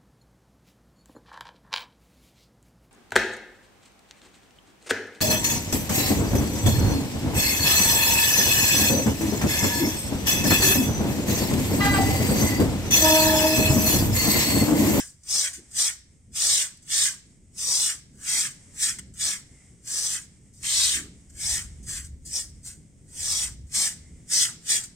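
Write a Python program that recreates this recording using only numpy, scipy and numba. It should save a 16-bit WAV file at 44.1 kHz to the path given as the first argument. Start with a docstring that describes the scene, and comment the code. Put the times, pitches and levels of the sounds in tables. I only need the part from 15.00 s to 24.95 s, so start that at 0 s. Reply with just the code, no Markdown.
"""A fine-toothed shedding blade in a wooden handle is drawn over a horse's rump in quick strokes, heard close by.
Dense random clicks stand for hairs flicking off the teeth; filters let them ring the blade and the handle.
The rate at which hairs catch, heard as a moving band, rises and falls with the hand's speed.
Between strokes come light grazes, soft brushing and a few dull thuds. Filtered noise adds a short echo,
a low rumble with swells, perhaps wind or handling, a murk above it and a faint hiss."""
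import sys
import numpy as np
from scipy import signal
from scipy.fft import rfft, irfft, next_fast_len
from scipy.io import wavfile
from scipy.ndimage import uniform_filter1d, map_coordinates
from numba import njit

SR = 44100
rng = np.random.default_rng(int(sys.argv[2]) if len(sys.argv) > 2 else 0)


def unload_wav(signal):
    """Save mono or channel-first audio to the path in sys.argv[1] as 16-bit WAV at rate SR, clipped to [-1, 1]."""
    wavfile.write(
        sys.argv[1],
        SR,
        np.round(np.clip(np.atleast_2d(signal).T, -1, 1) * 32767).astype(np.int16),
    )


N = 438794
T = np.arange(N) / SR  # time of every sample, in seconds

# Strokes of the blade, one row each. Columns:
# start_s (of full contact), length_s (of full contact), attack_s (for a rise of 20 dB), level_db,
# lean_db (end minus start), catching_db, handle_db, hide_db (these three relative to level_db),
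# drag_db (handle boost at the final drag), change_db (change of the catching from start to end of the stroke),
# ring_db (lower blade ring), width_db (stereo width of each stroke), pan_db (left minus right)
STROKES = [ (-.1, 0.093, .04, -25.5, 1, -12, -14.5, -21.5, 4.8, 2, 9, -1, 0.5),
           (0.308, 0.15, 0.047, -22.5, 1, -12.5, -22, -23, 16.5, 2.5, 7, -0.5, 0.5),
           (0.785, 0.1, 0.047, -21.5, -5.5, -14, -19, -25, 11, -2, 5, 1, 0),
           (1.361, 0.26, .024, -20, 4, -10.5, -20, -26, 1, 4, 4.5, 1, -0.4),
           (1.912, 0.16, 0.037, -21, 6, -9.5, -16.5, -27.5, 6.8, -5, 3.5, 1.5, -0.7),
           (2.589, 0.31, 0.035, -22, 7, -14, -22.5, -25.5, 12.6, 6, 5.5, -1.5, 0.5),
           (3.288, 0.16, 0.076, -22.5, 0, -14, -12.5, -28.5, 5.7, -3, 3, -0.5, 0),
           (3.829, 0.069, 0.053, -21, -6.5, -14, -15, -33, 7.4, -6, 2.5, -3, -.4),
           (4.213, 0.12, 0.039, -25, -3.5, -11, -15, -25.5, 8.6, -6.5, 4, -1.5, 0),
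           (4.881, 0.28, 0.04, -25, 4.5, -15, -19.5, -26.5, 12.6, 4, 4, -2, 0),
           (5.648, .32, 0.029, -21, 2, -6.5, -16, -29, 6, 1, 2.5, 0, 0),
           (6.41, 0.17, 0.059, -25.5, 5, -14, -14.5, -28, 7.4, 2, 3, -2.5, 0.7),
           (6.887, 0.095, 0.031, -30, -0.5, -17, -14.5, -28, 5.3, 6, -1.5, -7, 0.5),
           (7.338, 0.069, 0.055, -28, -1.5, -21, -19, -26, 2, -2, 6, 0, 0.5),
           (7.654, 0.05, 0.025, -37, -2.5, -20, -21, -27.5, 8.3, 4, -4.5, -5, 0.5),
           (8.194, 0.25, 0.085, -24.5, 5.5, -12.5, -18.5, -24, 4, 4, 6, -1, -.5),
           (8.748, 0.12, 0.029, -20.5, 0, -12, -17, -26, 5, -4.5, 5, -3.5, 0.5),
           (9.318, 0.12, 0.027, -19, 3, -11.5, -17.5, -33.5, 2.2, 9, 5, -1.5, -0.5),
           (9.702, 0.063, 0.041, -20, -2, -11.5, -16, -26, 4.5, -4, 2.5, 2.5, 0)]
# Spectrum of the faint hiss, also used for brushing the coat: pitch_hz, level_db
HISS = [(500, 2), (900, -3.5), (1200, -6), (1650, -4.5), (2100, 3), (2550, -5), (3300, -4.5), (4200, -10.5),
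        (5200, -1.5), (7400, 5), (8300, 9), (9300, -0.5), (11500, -15.5), (15500, -40.5)]


def grooming():
    """Strokes and grazes: the flicks ring blade and handle, and the hide scrubs underneath."""
    # light grazes of the blade: start_s, level_db, length_s, handle_db (relative to level_db)
    grazes = [(0.045, -46.5, 0.045, -35), (0.233, -48, 0.0053, -23), (0.529, -37, 0.031, -12),
              (0.71, -52, 0.01, -25), (1.77, -51, 0.0062, -26), (1.82, -53.5, 0.015, -24.5),
              (3.985, -34, 0.0089, -5), (4.137, -48.5, 0.008, -53), (5.525, -53.5, 0.083, -31),
              (6.296, -53, 0.0097, -18), (6.826, -51, 0.019, -26), (7.038, -45.5, 0.023, -17),
              (7.249, -41, 0.029, -32), (8.665, -59, 0.017, -14), (9.834, -36.5, 0.013, -13)]
    # flicking hairs on the steel blade: pitch_hz, level_db
    blade_spectrum = [(2600, -28), (3300, -19), (3900, -18.5), (4600, -8), (5050, -4), (5600, -1.8),
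                      (6300, -2.5), (6750, -2), (7300, 1.5), (7750, 1.5), (8300, 5), (9000, -3),
                      (10200, -9), (11500, -20), (13500, -18.5), (15500, -25.5)]
    # resonances of the wooden handle: pitch_hz (at a catch rate of 3000 Hz), width_hz, level_db
    handle_modes = [(1742, 410, -1.5), (2003, 780, 6.5), (3170, 270, 3)]
    # scrubbing of the hide under the coat: pitch_hz, level_db
    hide_spectrum = [(120, -16), (300, -17), (500, 5.5), (800, -1), (1200, 0.5), (1700, -13), (3000, -17.5)]
    catch_rest_hz, catch_sweep_hz = 1400, 2990  # catch rate of a slow blade, and what full speed adds
    ring_speed_db = 7.5  # the blade's lower ring fades by this much as the hand stops
    graze_ring_db = -2  # that ring in a light graze

    blade_gain, catch_gain, handle_gain, hide_gain = stroke_gains()
    speed = hand_speed()
    catch_hz = catch_rest_hz + catch_sweep_hz * speed

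    # the lower ring follows grip and speed, and wavers as the coat presses on the blade
    ring_db, _, _ = stroke_tone()
    ring_gain = blade_gain * undb(ring_db - ring_speed_db * (1 - speed) + 1.2 * glide(18))
    for start, db, length, handle_db in grazes:
        touch = undb(db) * swell(start, length)
        blade_gain = blade_gain + touch
        ring_gain = ring_gain + touch * undb(graze_ring_db)
        handle_gain = handle_gain + touch * undb(handle_db)

    # take the lower ring out of the blade's sound, so that it gets a level of its own
    blade_flicks = flicks(per_s=9000, spread_db=1.0, clump_db=0.42)
    steel = unit(colour(blade_flicks, blade_spectrum)) * undb(-1.87)
    ring = resonance(steel, 5380, 2000)
    blade = (steel - ring) * blade_gain + ring * ring_gain

    caught_hairs = flicks(per_s=6000, spread_db=3.5, clump_db=0.0)
    catching = unit(resonance(caught_hairs, catch_hz, 2200)) * catch_gain * undb(-3.5)

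    tugs = flicks(per_s=4000, spread_db=1.0, clump_db=0.8)
    pitch = (catch_hz / 3000) ** 0.11  # slow, light contact sounds a little lower
    wood = sum(undb(db) * resonance(tugs, hz * pitch, width) for hz, width, db in handle_modes)
    handle = unit(wood) * handle_gain * undb(-2.26)

    scrubbing = flicks(per_s=4000, spread_db=0.5, clump_db=-0.8)
    hide = unit(colour(scrubbing, hide_spectrum)) * hide_gain * undb(0.5)

    judder = undb(0.78 * walk(90))  # the whole edge sticks and slips in the coat
    return judder * (blade + catching + handle + hide)


def stroke_gains():
    """Gains of blade, catching hairs, handle and hide: each stroke bites, follows the hand, drags and lifts."""
    arch_db_per_s = 18.5  # the longer a stroke, the more its middle stands above its ends
    release_s = 0.073  # time to fall 20 dB once the hand slows
    catch_arch_db = 6  # hairs catch most in mid-stroke
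    handle_follow = 0.83  # the handle follows the rasp only in part (dB per dB)
    drag_lag_s, drag_s = 0.016, 0.036  # the slowing blade shakes the handle: delay, half width
    hide_arch_db = 5.5  # the hide scrubs most in mid-stroke

    gains = np.zeros((4, N))
    for (start, length, attack_s, db, lean_db, catch_db, handle_db, hide_db,
         drag_db, change_db, *_) in STROKES:
        near = (T > start - .2) & (T < start + length + .3)
        age = T[near] - start
        along = np.clip(age / length, 0, 1) - .5  # -0.5 at the start, 0.5 at the end
        ends = (2 * along) ** 2  # 0 in mid-stroke, 1 at both ends
        rise_db = 20 * np.minimum(age, 0) / attack_s
        fall_db = -20 * np.maximum(age - length, 0) / release_s
        speed_db = lean_db * along - arch_db_per_s * length * ends
        rasp_db = db + rise_db + speed_db + fall_db
        drag = np.exp(-((age - length - drag_lag_s) / drag_s) ** 2)
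        gains[:, near] += undb([
            rasp_db,
            rasp_db + catch_db + change_db * along - catch_arch_db * (ends - .5),
            db + handle_db + rise_db + handle_follow * speed_db + fall_db + drag_db * drag,
            rasp_db + hide_db - hide_arch_db * ends])
    return gains


def hand_speed():
    """Speed of the hand, 0-1: half a sine wave for each stroke."""
    run_up_s, run_out_s = 0.069, 0.049  # the hand moves before full contact and after it
    speed = np.zeros(N)
    for start, length, *_ in STROKES:
        phase = (T - start + run_up_s) / (run_up_s + length + run_out_s)
        moving = (phase > 0) & (phase < 1)
        speed[moving] = np.sin(np.pi * phase[moving])
    return speed


def stroke_tone():
    """Blade ring, stereo width and balance in dB, moving from the middle of one stroke to the next."""
    rows = []
    for start, length, *_, ring_db, width_db, pan_db in STROKES:
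        rows.append((start + length / 2, ring_db, width_db, pan_db))
    return curves(rows)


def flicks(per_s, spread_db, clump_db):
    """Hairs snapping off the teeth: dense clicks of unequal size that come in tufts."""
    clicks = (rng.random(N) < per_s / SR) * rng.choice([-1, 1], N)
    sizes = undb(spread_db * np.minimum(rng.exponential(size=N), 5))
    tufts = undb(clump_db * walk(450))
    return unit(clicks * sizes * tufts)


def returns():
    """Between strokes the tool slides back over the coat with a light hiss and a soft ring of the handle."""
    # light brushing on the way back: middle_s, length_s, level_db
    brushes = [(.66, 0.15, -60), (3.66, 0.28, -57), (4.6, 0.31, -60), (5.35, 0.1, -66.5),
               (6.22, 0.17, -63.5), (6.77, 0.37, -60.5), (7.55, 0.091, -64.5), (9.15, 0.58, -62),
               (9.6, 0.15, -64), (9.92, 0.23, -63)]
    # now and then the handle sings softly: middle_s, length_s, level_db
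    handle_swells = [(4.6, 0.13, -65), (9.08, 0.2, -70)]
    coat = ambience(HISS, side_db=-3.5) * np.sqrt(humps(brushes)) * undb(0.5 * walk(25))
    ring = unit(resonance(rng.standard_normal(N), 2080, 250))  # centre and width in Hz
    return coat + ring * np.sqrt(humps(handle_swells))


def thuds():
    """Soft, low bumps of band-passed noise, perhaps the horse shifting its weight."""
    # start_s, level_db, length_s, pitch_hz (middle of a wide band)
    bump_table = [(0.566, -50.5, 0.046, 230), (3.939, -52.5, 0.12, 156), (5.93, -45, 0.12, 215)]
    bumps = 0
    for start, db, length, hz in bump_table:
        noise = unit(resonance(rng.standard_normal(N), hz, hz))
        bumps = bumps + undb(db) * swell(start, length) * noise
    return colour(bumps, [(380, 1.0), (550, -8.5), (1000, -17.0)])  # dull above a few hundred hertz


def space(x):
    """The horse's back colours the rasp, a delayed, coloured side signal widens it, the walls answer later."""
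    # spectrum of the side signal: pitch_hz, level_db (side minus middle, before each stroke's width)
    side_spectrum = [(300, -11.5), (700, -21.5), (1400, -10.5), (2300, -5.5), (3500, 5), (4600, -4),
                     (5500, -7), (6400, 3), (7200, -15.5), (8800, -8), (12000, -0.5)]
    # the tool sounds different at left and right: pitch_hz, level_db (left minus right)
    balance = [(700, 1), (1300, 0), (1850, -5.5), (2700, 0.5), (3500, 0), (4600, 5.5), (5600, 2),
               (6500, 0.5), (8200, -1), (10000, 2.5), (13000, 3.5)]
    # how far the left side's phase runs ahead: pitch_hz, lead_radians
    left_lead = [(0, 0), (1600, 1.08), (2100, 1.56), (2800, 1.5), (3400, -3.34), (4200, 0.84), (4650, 4),
                 (5500, 5.5), (7000, 2 * np.pi)]
    _, width_db, pan_db = stroke_tone()

    back = .55  # strength of the reflections off the horse's back
    reflected = bounces(x, first_ms=0.715, last_ms=1.9, slide_ms=0.21, count=2)
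    mid = (x + back * reflected) / np.hypot(1, back)
    delayed = bounces(x, first_ms=1.211, last_ms=4.5, slide_ms=.15, count=3)
    side = colour(delayed, side_spectrum) * undb(width_db)

    # each side takes half of the difference in level
    left = colour(mid + side, [(hz, db / 2) for hz, db in balance])
    left = lead(left, left_lead) * undb(pan_db / 2)
    right = colour(mid - side, [(hz, -db / 2) for hz, db in balance]) * undb(-pan_db / 2)

    walls = np.array([signal.fftconvolve(x, tail(t60=0.47, delay_s=0.0082))[:N] for _ in range(2)])
    wall_spectrum = [(300, -18.5), (2100, -14.5), (4000, -11.5), (8000, -22), (12000, -38)]
    return np.array([left, right]) + colour(walls, wall_spectrum)


def bounces(x, first_ms, last_ms, slide_ms, count):
    """Short delayed copies whose delays lengthen and shorten at random, so that their peaks sweep."""
    out = 0
    for k, path_ms in enumerate(np.linspace(first_ms, last_ms, count)):
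        lag = np.abs(path_ms + slide_ms * glide(6)) * SR / 1000  # in samples
        delayed = map_coordinates(x, [np.arange(N) - lag], order=3)
        out = out + (-1) ** k * delayed
    return out / np.sqrt(count)


def tail(t60, delay_s):
    """A decaying spray of reflections with unit energy; t60 is the seconds to fall 60 dB."""
    t = T[:SR]
    spray = rng.standard_normal(SR) * undb(-60 * t / t60) * (t >= delay_s)
    return spray / np.linalg.norm(spray)


def background():
    """Three filtered noises: a low rumble with swells, perhaps wind or handling, a murk and a faint hiss."""
    # spectra of rumble and murk: pitch_hz, level_db
    rumble_spectrum = [(20, -20.5), (32, -9), (50, -3.5), (72, 0.5), (100, -8), (150, -11.5), (300, -67)]
    murk_spectrum = [(60, -10), (120, 1.5), (170, 0), (250, -5), (400, -15), (700, -29), (1300, -54),
                     (3000, -52.5)]
    # swells of the low rumble: middle_s, length_s, level_db
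    rumble_swells = [(1.38, 0.22, -54), (2.62, 0.4, -57), (4.1, 0.67, -54.5), (5.95, .7, -49.5),
                     (6.58, 0.32, -43.5), (6.98, 0.52, -43), (7.6, 0.23, -46), (8.28, 0.21, -45.5),
                     (8.55, 0.36, -44.5), (9.1, 0.36, -50.5), (9.95, 0.47, -60)]
    # level of the low murk: time_s, level_db
    murk_level = [(0, -63), (1.7, -59.5), (3.1, -56), (4.1, -53), (4.6, -59), (6.3, -54.5), (6.6, -51.5),
                  (7.4, -55.5), (9.95, -52)]
    rumble_db, hiss_db = -59, -67  # steady levels

    murk_db, = curves(murk_level)
    rumble_power = undb(rumble_db) ** 2 + humps(rumble_swells)
    rumble = ambience(rumble_spectrum, side_db=-16) * np.sqrt(rumble_power)
    murk = ambience(murk_spectrum, side_db=-11.5) * undb(murk_db + 2 * walk(19))
    hiss = ambience(HISS, side_db=-3.5) * undb(hiss_db + 1.2 * walk(15))
    return rumble + murk + hiss


def ambience(points, side_db):
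    """Stereo noise of a given spectrum: a shared middle plus a side that is opposite at left and right."""
    mid, side = unit(colour(rng.standard_normal((2, N)), points))
    return mid + undb(side_db) * np.array([side, -side])


def undb(db):
    """Decibels to gain."""
    return 10 ** (np.asarray(db) / 20)


def unit(x):
    """Scale to rms 1."""
    return x / np.sqrt(np.mean(x ** 2))


def curves(table):
    """Every column of a table of (time_s, ..) rows, drawn as straight lines sample by sample."""
    s, *columns = np.transpose(table)
    return [np.interp(T, s, c) for c in columns]


def swell(start, length):
    """A quick rise to 1 at half the length, and a smooth fall."""
    age = np.clip((T - start) / length, 0, 20) * 2
    return age * np.exp(1 - age)


def humps(table):
    """Power of smooth swells given as (middle_s, length_s, level_db) rows."""
    return sum(undb(db) ** 2 * np.exp(-(2 * (T - middle) / length) ** 2) for middle, length, db in table)


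def walk(rate):
    """A random level that changes about rate times a second; spread 1."""
    return unit(np.interp(T * rate, np.arange(8192), rng.standard_normal(8192)))


def glide(rate):
    """A smooth random motion: a walk averaged over one of its steps; spread 1."""
    return unit(uniform_filter1d(walk(rate), int(SR / rate)))


def colour(x, points):
    """Filter by a spectrum of (pitch_hz, level_db) points, leaving the phase alone."""
    hz, db = np.transpose(points)
    size = next_fast_len(N + 4096)  # spare room, so that the end does not wrap onto the start
    f = np.maximum(np.fft.rfftfreq(size, 1 / SR), 1)
    gain = undb(np.interp(np.log(f), np.log(hz), db))
    return irfft(rfft(x, size) * gain, size)[..., :N]


def lead(x, points):
    """Advance the phase by a curve of (pitch_hz, lead_radians) points."""
    hz, radians = np.transpose(points)
    size = next_fast_len(N + 4096)
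    phase = np.interp(np.fft.rfftfreq(size, 1 / SR), hz, radians)
    return irfft(rfft(x, size) * np.exp(1j * phase), size)[:N]


@njit
def svf(x, hz, width):
    """State-variable band-pass whose centre and width may move."""
    y, b, l = np.empty(len(x)), 0., 0.  # output, and the memories of its band and low parts
    for i in range(len(x)):
        g, k = np.tan(np.pi * hz[i] / SR), width[i] / hz[i]
        v = (b + g * (x[i] - l)) / (1 + g * (g + k))
        b, l, y[i] = 2 * v - b, l + 2 * g * v, k * v
    return y


def resonance(x, hz, width):
    """A band-pass applied twice, for steep skirts."""
    hz, width = hz * np.ones(N), width * np.ones(N)
    return svf(svf(x, hz, width), hz, width)


def scene():
    """The tool at work, with the echo and noises around it."""
    return space(grooming()) + background() + returns() + thuds()


def record(dry):
    """A steep low-pass cuts the top above 15800 Hz."""
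    low_pass = signal.ellip(10, .2, 80, 15800, fs=SR, output="sos")
    return signal.sosfilt(low_pass, dry)


dry = scene()
out = record(dry)
unload_wav(out)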